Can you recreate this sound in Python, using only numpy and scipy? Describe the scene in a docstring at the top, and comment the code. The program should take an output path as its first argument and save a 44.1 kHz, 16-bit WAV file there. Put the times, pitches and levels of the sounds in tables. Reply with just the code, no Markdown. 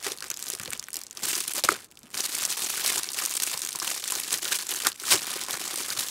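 """Crinkling a plastic bag

Hands twist and tug a thin, stiff plastic bag around a soft rubber item, close to a microphone.
Each crease of the film buckles with a short snap; small snaps merge into crackle, large ones stand out.
The item knocks on a table top, trapping air where it lands flat, and thumps in the hands.
A quiet room hums behind."""
import sys
import numpy as np
from scipy import signal
from scipy.io import wavfile
from scipy.ndimage import uniform_filter1d

SR = 44100
rng = np.random.default_rng(int(sys.argv[2]) if len(sys.argv) > 2 else 0)


def bounce(signal):
    """Save signal as a 16-bit WAV file at the path given by the first command-line argument."""
    frames = np.transpose(np.atleast_2d(signal))
    limited = np.clip(frames, -1, 1)
    pcm = np.round(limited * 32767).astype(np.int16)
    wavfile.write(sys.argv[1], SR, pcm)


N = 269010

# Spectrum of the room noise: frequency_hz, gain_db
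ROOM_SPECTRUM = [(24, -67), (40, 0.5), (94, 1), (230, 1), (440, -1), (595, -5.5), (1320, -8), (2130, -22),
                 (9770, -31.5), (15700, -29)]
# The item bumps the table or the hands: start_s, peak_db, hollow_pitch_hz, thud_db
BUMPS = [(0.063, -29, 410, -64), (0.115, -36.5, 417, -58), (0.223, -32.5, 1480, -66),
         (0.31, -36, 1580, -67), (0.533, -40.5, 392, -57), (0.6, -34, 1450, -38), (0.678, -35.5, 493, -38),
         (0.732, -44, 245, -49), (1.23, -46, 1580, -40.5), (1.577, -32, 560, -60), (1.639, -28, 547, -38.5),
         (1.69, -27, 337, -40), (1.718, -27.5, 422, -66), (2.036, -47, 237, -58), (2.151, -39, 1470, -47),
         (2.423, -29, 1330, -49), (2.778, -30, 1510, -70), (2.829, -35, 1000, -63), (2.973, -34, 930, -51),
         (3.219, -27.5, 1190, -61), (3.542, -29, 1030, -46), (3.75, -32, 1000, -48),
         (3.819, -27, 1110, -53),  (3.872, -32, 953, -57), (4.121, -30.5, 1030, -53),
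         (4.337, -29, 1680, -46), (4.458, -30.5, 1440, -71), (4.519, -24, 1500, -67),
         (4.85, -24, 1440, -69), (4.863, -20, 1390, -65), (5.037, -31, 1440, -59),
         (5.119, -20.5, 1080, -40), (5.141, -25.5, 378, -37),  (5.359, -34, 393, -50),
         (5.484, -29.5, 975, -49), (5.539, -27, 1420, -43), (5.799, -43, 254, -52), (5.912, -31, 1480, -49),
         (5.974, -30.5, 1350, -42)]
# The item lands flat on trapped air, then rebounds: centre_s, level_db, pitch_hz, width_s
LANDINGS = [(1.6902, -1.5, 1315, 0.00078), (1.72, -22.5, 1310, 0.0017), (1.7505, -30, 1500, 0.00069)]
# Spectral envelope of a buckling crease: frequency_hz, gain_db
FILM_SPECTRUM = [(35, -85.5), (60, -20.5), (226, -3.5), (396, -4.5), (588, -10.5), (1030, -2.5),
                 (1890, -0.5), (4160, 3.5), (8570, 5.5), (11300, 2.5), (15700, -2.5)]
# The held bag, its idle crackle and the dull rustle under load: time_s, idle_db, dull_over_bright_db
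GRIP = [(0, -48, -1.5), (.19, -56, 0.5), (.45, -47.5, -4.5), (.75, -55.5, 5), (.88, -57, -3),
        (1.139, -61, 3), (1.299, -32, -11), (1.6, -48, -7), (1.752, -39.5, 2.5), (1.86, -68.5, -4),
        (2.12, -57.5, 0.5), (2.25, -36.5, -9), (2.9, -35, -8.5), (3.08, -41.5, -4), (3.35, -33, -11.5),
        (3.72, -42, -6.5), (4.2, -36.5, -8.5), (4.65, -42.5, -7), (4.88, -38.5, -6.5), (4.97, -51.5, -9),
        (5.1, -34.5, -5.5), (5.45, -42, -1.5), (6.1, -36, -8.5)]
# Squeezes and tugs of the fingers: start_s, length_s, level_db
SQUEEZES = [(0.028, 0.065, -35.5), (0.106, 0.016, -35.5), (.22, 0.059, -46.5), (0.355, 0.052, -55.5),
            (.42, 0.13, -45), (0.6, 0.16, -49.5), (.93, 0.085, -47.5), (1.158, 0.099, -48),
            (1.219, .2, -31.5), (1.47, 0.042, -32.5), (1.542, 0.049, -30), (1.635, 0.017, -29),
            (1.681, 0.037, -33), (1.794, 0.059, -52.5), (2.132, .03, -38.5), (2.162, .1, -33.5),
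            (2.32, 0.094, -34.5), (2.423, 0.031, -29.5), (2.489, 0.048, -32.5), (2.564, 0.14, -33),
            (2.703, 0.17, -34.5), (2.833, 0.096, -28), (2.934, 0.059, -30), (3.157, 0.081, -32.5),
            (3.333, 0.027, -37.5), (3.423, .12, -34.5), (3.614, 0.041, -40), (3.812, 0.047, -35),
            (3.862, 0.11, -33.5), (4.055, 0.14, -35.5), (4.22, .09, -41), (4.309, 0.048, -29.5),
            (4.412, 0.13, -34), (4.505, 0.054, -29), (4.578, 0.047, -35), (4.683, 0.091, -32.5),
            (4.81, 0.076, -33), (4.99, 0.13, -40), (5.063, 0.094, -29), (5.1, 0.033, -22),
            (5.13, 0.049, -30.5), (5.266, 0.1, -36.5), (5.397, 0.041, -38.5), (5.488, 0.082, -35.5),
            (5.588, 0.27, -37.5), (5.754, 0.083, -38.5), (5.873, 0.063, -35), (5.96, 0.074, -33)]
# Large creases, each ringing a panel of film: start_s, peak_db, panel_pitch_hz
LARGE_CREASES = [(0.014, -40, 7500), (0.0274, -24, 5120), (0.0378, -24, 7410), (0.0663, -12.5, 1600),
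                 (0.09, -29, 4540), (0.1198, -10, 3500), (0.166, -29, 9640), (0.1745, -22.5, 5050),
                 (0.1855, -22, 4530), (0.2057, -18.5, 5560), (0.2252, -14.5, 3850), (0.242, -20, 1410),
                 (0.3022, -9.5, 6540), (0.3144, -13, 5710), (0.3416, -18, 6440), (0.3653, -27, 5400),
                 (0.3726, -18, 6450), (0.3927, -20, 11400), (0.4, -21, 7640), (0.426, -13, 7550),
                 (0.4404, -20, 7600), (0.4607, -21, 8770), (0.468, -18, 2480), (0.4826, -16, 5510),
                 (0.487, -16, 8140), (0.5013, -12.5, 7080), (0.5197, -17.5, 10100), (0.5306, -19, 4710),
                 (0.5364, -11.5, 6810), (0.5514, -15, 8780), (0.5726, -30, 6350), (0.5877, -26, 6000),
                 (0.598, -14.5, 2270), (0.6156, -26, 8820), (0.6338, -18.5, 6900), (0.6508, -19.5, 6420),
                 (0.6584, -19, 2980), (0.6774, -19.5, 2120), (0.705, -16, 10200), (0.726, -21, 7050),
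                 (0.7328, -10.5, 2370), (0.7517, -27, 2950), (0.7678, -34, 5890), (0.7758, -24, 9120),
                 (0.7958, -13, 6060), (0.827, -24, 3000), (0.84, -22, 5610), (0.8684, -36, 5220),
                 (0.8852, -20.5, 1470), (0.9047, -24, 8620), (0.9315, -14, 6400), (0.9425, -11, 7500),
                 (0.9568, -17, 7290), (0.9681, -10, 6900), (0.9902, -25, 7800), (1.0064, -30, 9420),
                 (1.0151, -19.5, 5870), (1.036, -20, 4500), (1.0675, -22.5, 5500), (1.11, -22, 7240),
                 (1.129, -29, 5960), (1.1512, -30, 8390), (1.1724, -18.5, 4550), (1.2096, -27, 7250),
                 (1.229, -33, 5110), (1.2533, -15, 8810), (1.2992, -14.5, 9100), (1.3528, -13, 6500),
                 (1.4042, -13, 9200), (1.4792, -12.5, 9200), (1.5196, -22, 3900), (1.5356, -15, 9570),
                 (1.5513, -23, 9510), (1.638, -7, 4760), (1.6487, -8, 7800), (1.845, -29, 5920),
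                 (1.914, -31.5, 5970), (1.9217, -36, 3030), (1.955, -36, 7840), (1.9732, -30, 2960),
                 (1.991, -31.5, 9330), (2.0322, -31, 6660), (2.0694, -35, 2810), (2.104, -31, 1730),
                 (2.1307, -31, 4670), (2.143, -17.5, 4200), (2.1516, -15, 7000), (2.1757, -12.5, 5710),
                 (2.2046, -11, 5280), (2.244, -19, 4770), (2.2546, -16, 3970), (2.3201, -15, 7120),
                 (2.35, -13, 9270), (2.3845, -12.5, 5500), (2.4202, -19, 6530), (2.4515, -9, 7030),
                 (2.5022, -14, 6960), (2.5126, -19, 4720), (2.5706, -31, 8950), (2.6454, -12, 6400),
                 (2.6974, -16.5, 7420), (2.7457, -30, 3430), (2.805, -21, 11400), (2.8457, -16.5, 7510),
                 (2.8618, -9, 4300), (2.877, -12, 9930), (2.897, -16, 8160), (2.978, -15, 6880),
                 (3.0331, -12, 9670), (3.0432, -15, 4720), (3.056, -25, 7000), (3.0634, -30, 7410),
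                 (3.0894, -12.5, 5430), (3.1044, -23, 4280), (3.1186, -16, 8610), (3.133, -17, 4810),
                 (3.1454, -15, 6400), (3.1877, -12, 2380), (3.2376, -16, 8610), (3.2524, -8, 6430),
                 (3.26, -8, 8300), (3.2948, -16, 7380), (3.3107, -17, 8600), (3.3392, -16, 9250),
                 (3.3684, -8, 8300), (3.4005, -10, 4240), (3.4215, -12, 8270), (3.434, -9, 8400),
                 (3.4654, -16, 8290), (3.498, -18, 6230), (3.5143, -40, 4340), (3.527, -29, 7440),
                 (3.5389, -13.5, 5460), (3.5758, -12, 7000), (3.593, -14, 8080), (3.6187, -13, 4620),
                 (3.633, -24, 8330), (3.65, -14, 6820), (3.663, -16.5, 8290), (3.6728, -16, 8070),
                 (3.6908, -14, 8100), (3.7075, -19.5, 8230), (3.7206, -23, 4240), (3.7289, -13.5, 10800),
                 (3.7585, -11, 4350), (3.7887, -18, 8770), (3.8002, -11, 5240), (3.8242, -15.5, 6470),
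                 (3.846, -16, 1410), (3.8763, -11.5, 3870), (3.903, -14, 8100), (3.9498, -15, 5450),
                 (4.0058, -24, 7190), (4.0404, -15, 4260), (4.0586, -26, 4800), (4.0778, -10, 8800),
                 (4.1063, -12, 9510), (4.122, -10, 10500), (4.153, -13.5, 5540), (4.1767, -20, 9650),
                 (4.188, -23, 3800), (4.1999, -12.5, 10300), (4.2464, -20, 6380), (4.289, -24, 2900),
                 (4.3066, -13, 3580), (4.3282, -6.5, 8000), (4.3434, -14.5, 2480), (4.375, -15, 7250),
                 (4.3855, -17.5, 1490), (4.4294, -19, 7350), (4.4536, -13, 3710), (4.4763, -18, 3740),
                 (4.5217, -7.5, 3600), (4.5714, -16, 4570), (4.588, -12, 4140), (4.668, -16, 7200),
                 (4.691, -15, 7350), (4.709, -14, 11000), (4.7391, -12, 7920), (4.802, -16.5, 1730),
                 (4.8244, -22.5, 5610), (4.8487, -16, 1420), (4.8689, -3.5, 1320), (4.9187, -19, 3500),
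                 (4.9287, -24, 5600), (4.9564, -35, 2100), (4.999, -21, 4300), (5.028, -23, 4320),
                 (5.0539, -15, 4300), (5.0773, -24, 4170), (5.1108, -7.5, 3350), (5.1216, -4, 2530),
                 (5.139, -14, 6870), (5.1814, -27, 8520), (5.219, -19, 3340), (5.2324, -20, 8210),
                 (5.2688, -14.5, 2850), (5.302, -17, 3400), (5.3367, -17, 2150), (5.3647, -17.5, 3430),
                 (5.3744, -24, 1420), (5.3937, -23, 3320), (5.4075, -24, 3960), (5.4136, -17, 3400),
                 (5.437, -16, 5650), (5.4849, -15.5, 4670), (5.5089, -13, 4240), (5.5414, -26, 1430),
                 (5.6524, -25, 4180), (5.6785, -17, 8000), (5.7586, -13.5, 8640), (5.7877, -27, 4170),
                 (5.8845, -22, 9100), (5.973, -16.5, 3350), (5.9912, -13.5, 3130), (6.0068, -13.5, 8300),
                 (6.02, -30, 5570), (6.074, -27, 9710), (6.0854, -13.5, 4050), (1.6879, -8.5, 6800)]

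ATTACK_S, RELEASE_DB_PER_S = 0.011, 691  # rise and fall of a squeeze
HARD_TUG_DB = -28.5  # crackle level of a hard tug


def gain_of(db):
    """Amplitude ratio of a level in decibels."""
    return 10 ** (np.asarray(db) / 20)


def butterworth(x, hz, kind, order=2):
    """Maximally flat low-pass or high-pass filtering."""
    return signal.sosfilt(signal.butter(order, hz, kind, fs=SR, output="sos"), x)


def impulse_response(spectrum, size=4096):
    """Minimum phase: the log magnitude sets the phase through the Hilbert transform."""
    hz, db = np.transpose(spectrum)
    bin_hz = abs(np.fft.fftfreq(size, 1 / SR))
    bin_db = np.interp(np.log(bin_hz + 1), np.log(hz + 1), db)
    log_response = np.conj(signal.hilbert(np.log(gain_of(bin_db))))
    return np.fft.ifft(np.exp(log_response)).real[:size // 2]


def resonate(x, hz, width_hz):
    """Forced response of a damped oscillator, with unit gain at resonance."""
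    return signal.lfilter(*signal.iirpeak(hz, max(hz / width_hz, .3), SR), x)


def unit_rms(x, window_s):
    """Division by the running RMS holds the level near 1."""
    size = round(window_s * SR)
    power = uniform_filter1d(uniform_filter1d(x ** 2, size), size)
    return x / np.sqrt(abs(power) + 1e-20)


def room_hum(rms_db=-62):
    """Stationary filtered noise: the low hum of the room and faint microphone hiss."""
    noise = rng.standard_normal(N + 2048)
    hum = signal.oaconvolve(noise, impulse_response(ROOM_SPECTRUM), "valid")[:N]
    return gain_of(rms_db) * hum / hum.std()


def wall_reflections(x, t60_s=0.026, level_db=-20):
    """Diffuse reflection: near walls return a weak tail that decays exponentially."""
    t = np.arange(8000) / SR
    tail = rng.standard_normal(len(t)) * gain_of(-60 * t / t60_s) * (t > .004)
    return gain_of(level_db) * signal.oaconvolve(x, tail / np.linalg.norm(tail))[:N]


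def item_bumps():
    """Impact excitation: a soft blow rings the hollow item, leaves a rough tail and shakes the table."""
    out, t = np.zeros(N), np.arange(6000) / SR
    for start_s, peak_db, hz, thud_db in BUMPS:
        noise = rng.standard_normal(len(t))
        cycles = t * hz
        blow = np.sin(2 * np.pi * cycles) * cycles * np.exp(-cycles / 1.4)
        tail = resonate(noise * gain_of(-60 * t / 0.14), hz, .5 * hz)
        tail += resonate(noise * gain_of(-60 * t / 0.046), 510, 220)
        knock = blow / abs(blow).max() + gain_of(-0.5) * tail / abs(tail).max()
        shake = gain_of(-60 * t / 0.038) + gain_of(-13.5 - 60 * t / 0.6)  # quick thump, slow wobble
        thud = resonate(resonate(noise * shake, 140, 180), 150, 220)
        add(out, start_s, gain_of(peak_db) * knock + gain_of(thud_db) * thud / abs(thud).max())
    return out


def air_pockets():
    """Cavity resonance: two modes swell and die as air is squeezed from under the landing item."""
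    out, t = np.zeros(N), np.arange(-300, 900) / SR
    taper = signal.windows.tukey(len(t), .3)
    for centre_s, level_db, hz, width_s in LANDINGS:
        swell = np.exp(-abs(t) / width_s * np.where(t < 0, .8, 1.1))
        phase = -2 * np.pi * hz * t
        modes = np.sin(phase) + gain_of(-12) * np.sin(1.6 * phase)
        add(out, centre_s + t[0], gain_of(level_db) * swell * modes * taper)
    return out


def add(mix, start_s, sound):
    """Superposition: a sound adds to the mix from start_s on."""
    part = mix[round(start_s * SR):][:len(sound)]
    part += sound[:len(part)]


def hand_effort_db():
    """Incoherent addition: the powers of idle crackle and squeezes sum to the bright crackle's level."""
    t = np.arange(N) / SR
    time_s, idle_db, _ = np.transpose(GRIP)
    power = gain_of(2 * np.interp(t, time_s, idle_db))
    for start_s, length_s, level_db in SQUEEZES:
        age_s = t[:round((length_s + .1) * SR)]
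        attack = np.minimum(age_s / ATTACK_S, 1)
        release_db = RELEASE_DB_PER_S * np.maximum(age_s - length_s, 0)
        add(power, start_s, (attack * gain_of(level_db - release_db)) ** 2)
    return 10 * np.log10(power)


def crease(impulses, noise, hz, echo_s, t60_s=0.0093):
    """Buckling: each impulse shivers through the film, rings one panel and reflects off the table."""
    click = noise * signal.lfilter([1], [1, -gain_of(-60 / (t60_s * SR))], impulses)
    ring_db = 6 - 2 * np.log2(hz / 5000)  # large, low panels ring more clearly
    click += gain_of(ring_db) * resonate(click, hz, .45 * hz)
    add(click, echo_s, gain_of(-10) * click)
    return click


def small_creases(effort_db, rate_per_s=1000, spread_db=3, clump_db=2, panels=16):
    """Shot noise: random buckles merge, at rate_per_s for an effort of -35 dB and faster above it."""
    clumps = unit_rms(uniform_filter1d(rng.standard_normal(N), 350), window_s=1)
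    size_db = spread_db * np.minimum(rng.exponential(1, N), 3.6) + clump_db * clumps
    chance = gain_of(.25 * (effort_db + 35)) * rate_per_s / SR
    impulses = gain_of(size_db) * (rng.random(N) < chance)
    panel, noise = rng.integers(0, panels, N), rng.standard_normal((panels, N))
    pitch_hz, echo_s = np.geomspace(350, 12000, panels), rng.uniform(0.0011, 0.0044, panels)
    clicks = sum(crease(impulses * (panel == k), noise[k], pitch_hz[k], echo_s[k]) for k in range(panels))
    return signal.oaconvolve(clicks, impulse_response(FILM_SPECTRUM))[:N]


def crackle(effort_db, treble_hz=9800, loss_db_per_db=0.067):
    """Amplitude modulation: the hands set the levels of the small creases' bright and dull bands."""
    film = small_creases(effort_db)
    dull = butterworth(film, 1500, "low", order=1)
    bright = unit_rms(film - dull, window_s=0.07)
    treble_gain = gain_of(loss_db_per_db * np.minimum(effort_db - HARD_TUG_DB, 0))
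    bright -= butterworth(bright, treble_hz, "high") * (1 - treble_gain)  # slack film sounds duller
    time_s, _, dull_db = np.transpose(GRIP)
    dull_gain = gain_of(np.interp(np.arange(N) / SR, time_s, dull_db))
    return gain_of(effort_db) * (bright + dull_gain * unit_rms(dull, window_s=0.05))


def middling_creases(effort_db, count=260, above_db=8, spread_db=3):
    """A random point process: rows like LARGE_CREASES, with peaks that follow the hands' effort."""
    moment, size, pitch = rng.random((count, 3)).T
    peak_db = effort_db[(moment * N).astype(int)] + above_db + spread_db * (2 * size - 1)
    return list(zip(moment * N / SR, peak_db, 2000 * 5.5 ** pitch))


def snaps(effort_db, slack_s=0.00083, taut_extra_s=0.0048):
    """Buckling avalanche: a crease sets off others along its fold, for longer under more tension."""
    out, t = np.zeros(N), np.arange(1024) / SR
    film_response = impulse_response(FILM_SPECTRUM)[:512]
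    for start_s, peak_db, hz in middling_creases(effort_db) + list(LARGE_CREASES):
        noise, trigger, size = rng.standard_normal((3, len(t)))
        pull_db = effort_db[min(round((start_s + ATTACK_S) * SR), N - 1)]
        length_s = slack_s + taut_extra_s * min(gain_of(pull_db - HARD_TUG_DB), 1)
        followers = 0.37 * np.sqrt(length_s / 0.0032) * np.exp(-(t / length_s) ** 4)
        impulses = (trigger > 1.8) * abs(size) * followers
        impulses[0] = 1
        sharp_noise = np.sign(noise) * (0.91 + 0.24 * abs(noise))  # the first break never starts weak
        clicks = crease(impulses, sharp_noise, hz, echo_s=.0026, t60_s=.002 + 0.15 * length_s)
        snap = signal.oaconvolve(clicks, film_response)
        add(out, start_s, gain_of(peak_db) * snap / abs(snap).max())
    return out


def scene():
    """Superposition of direct sound, reflections and room noise at one microphone."""
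    effort_db = hand_effort_db()
    direct = crackle(effort_db) + snaps(effort_db) + item_bumps() + air_pockets()
    return (direct + wall_reflections(direct) + room_hum())[None]


def record(dry):
    """Band limiting: the small microphone loses the deepest bass, the recorder the highest treble."""
    low_pass = signal.firwin(511, 15800, window=("kaiser", 9), fs=SR)
    return signal.oaconvolve(butterworth(dry, 38, "high"), low_pass[None], "same")


dry = scene()
out = record(dry)
bounce(out)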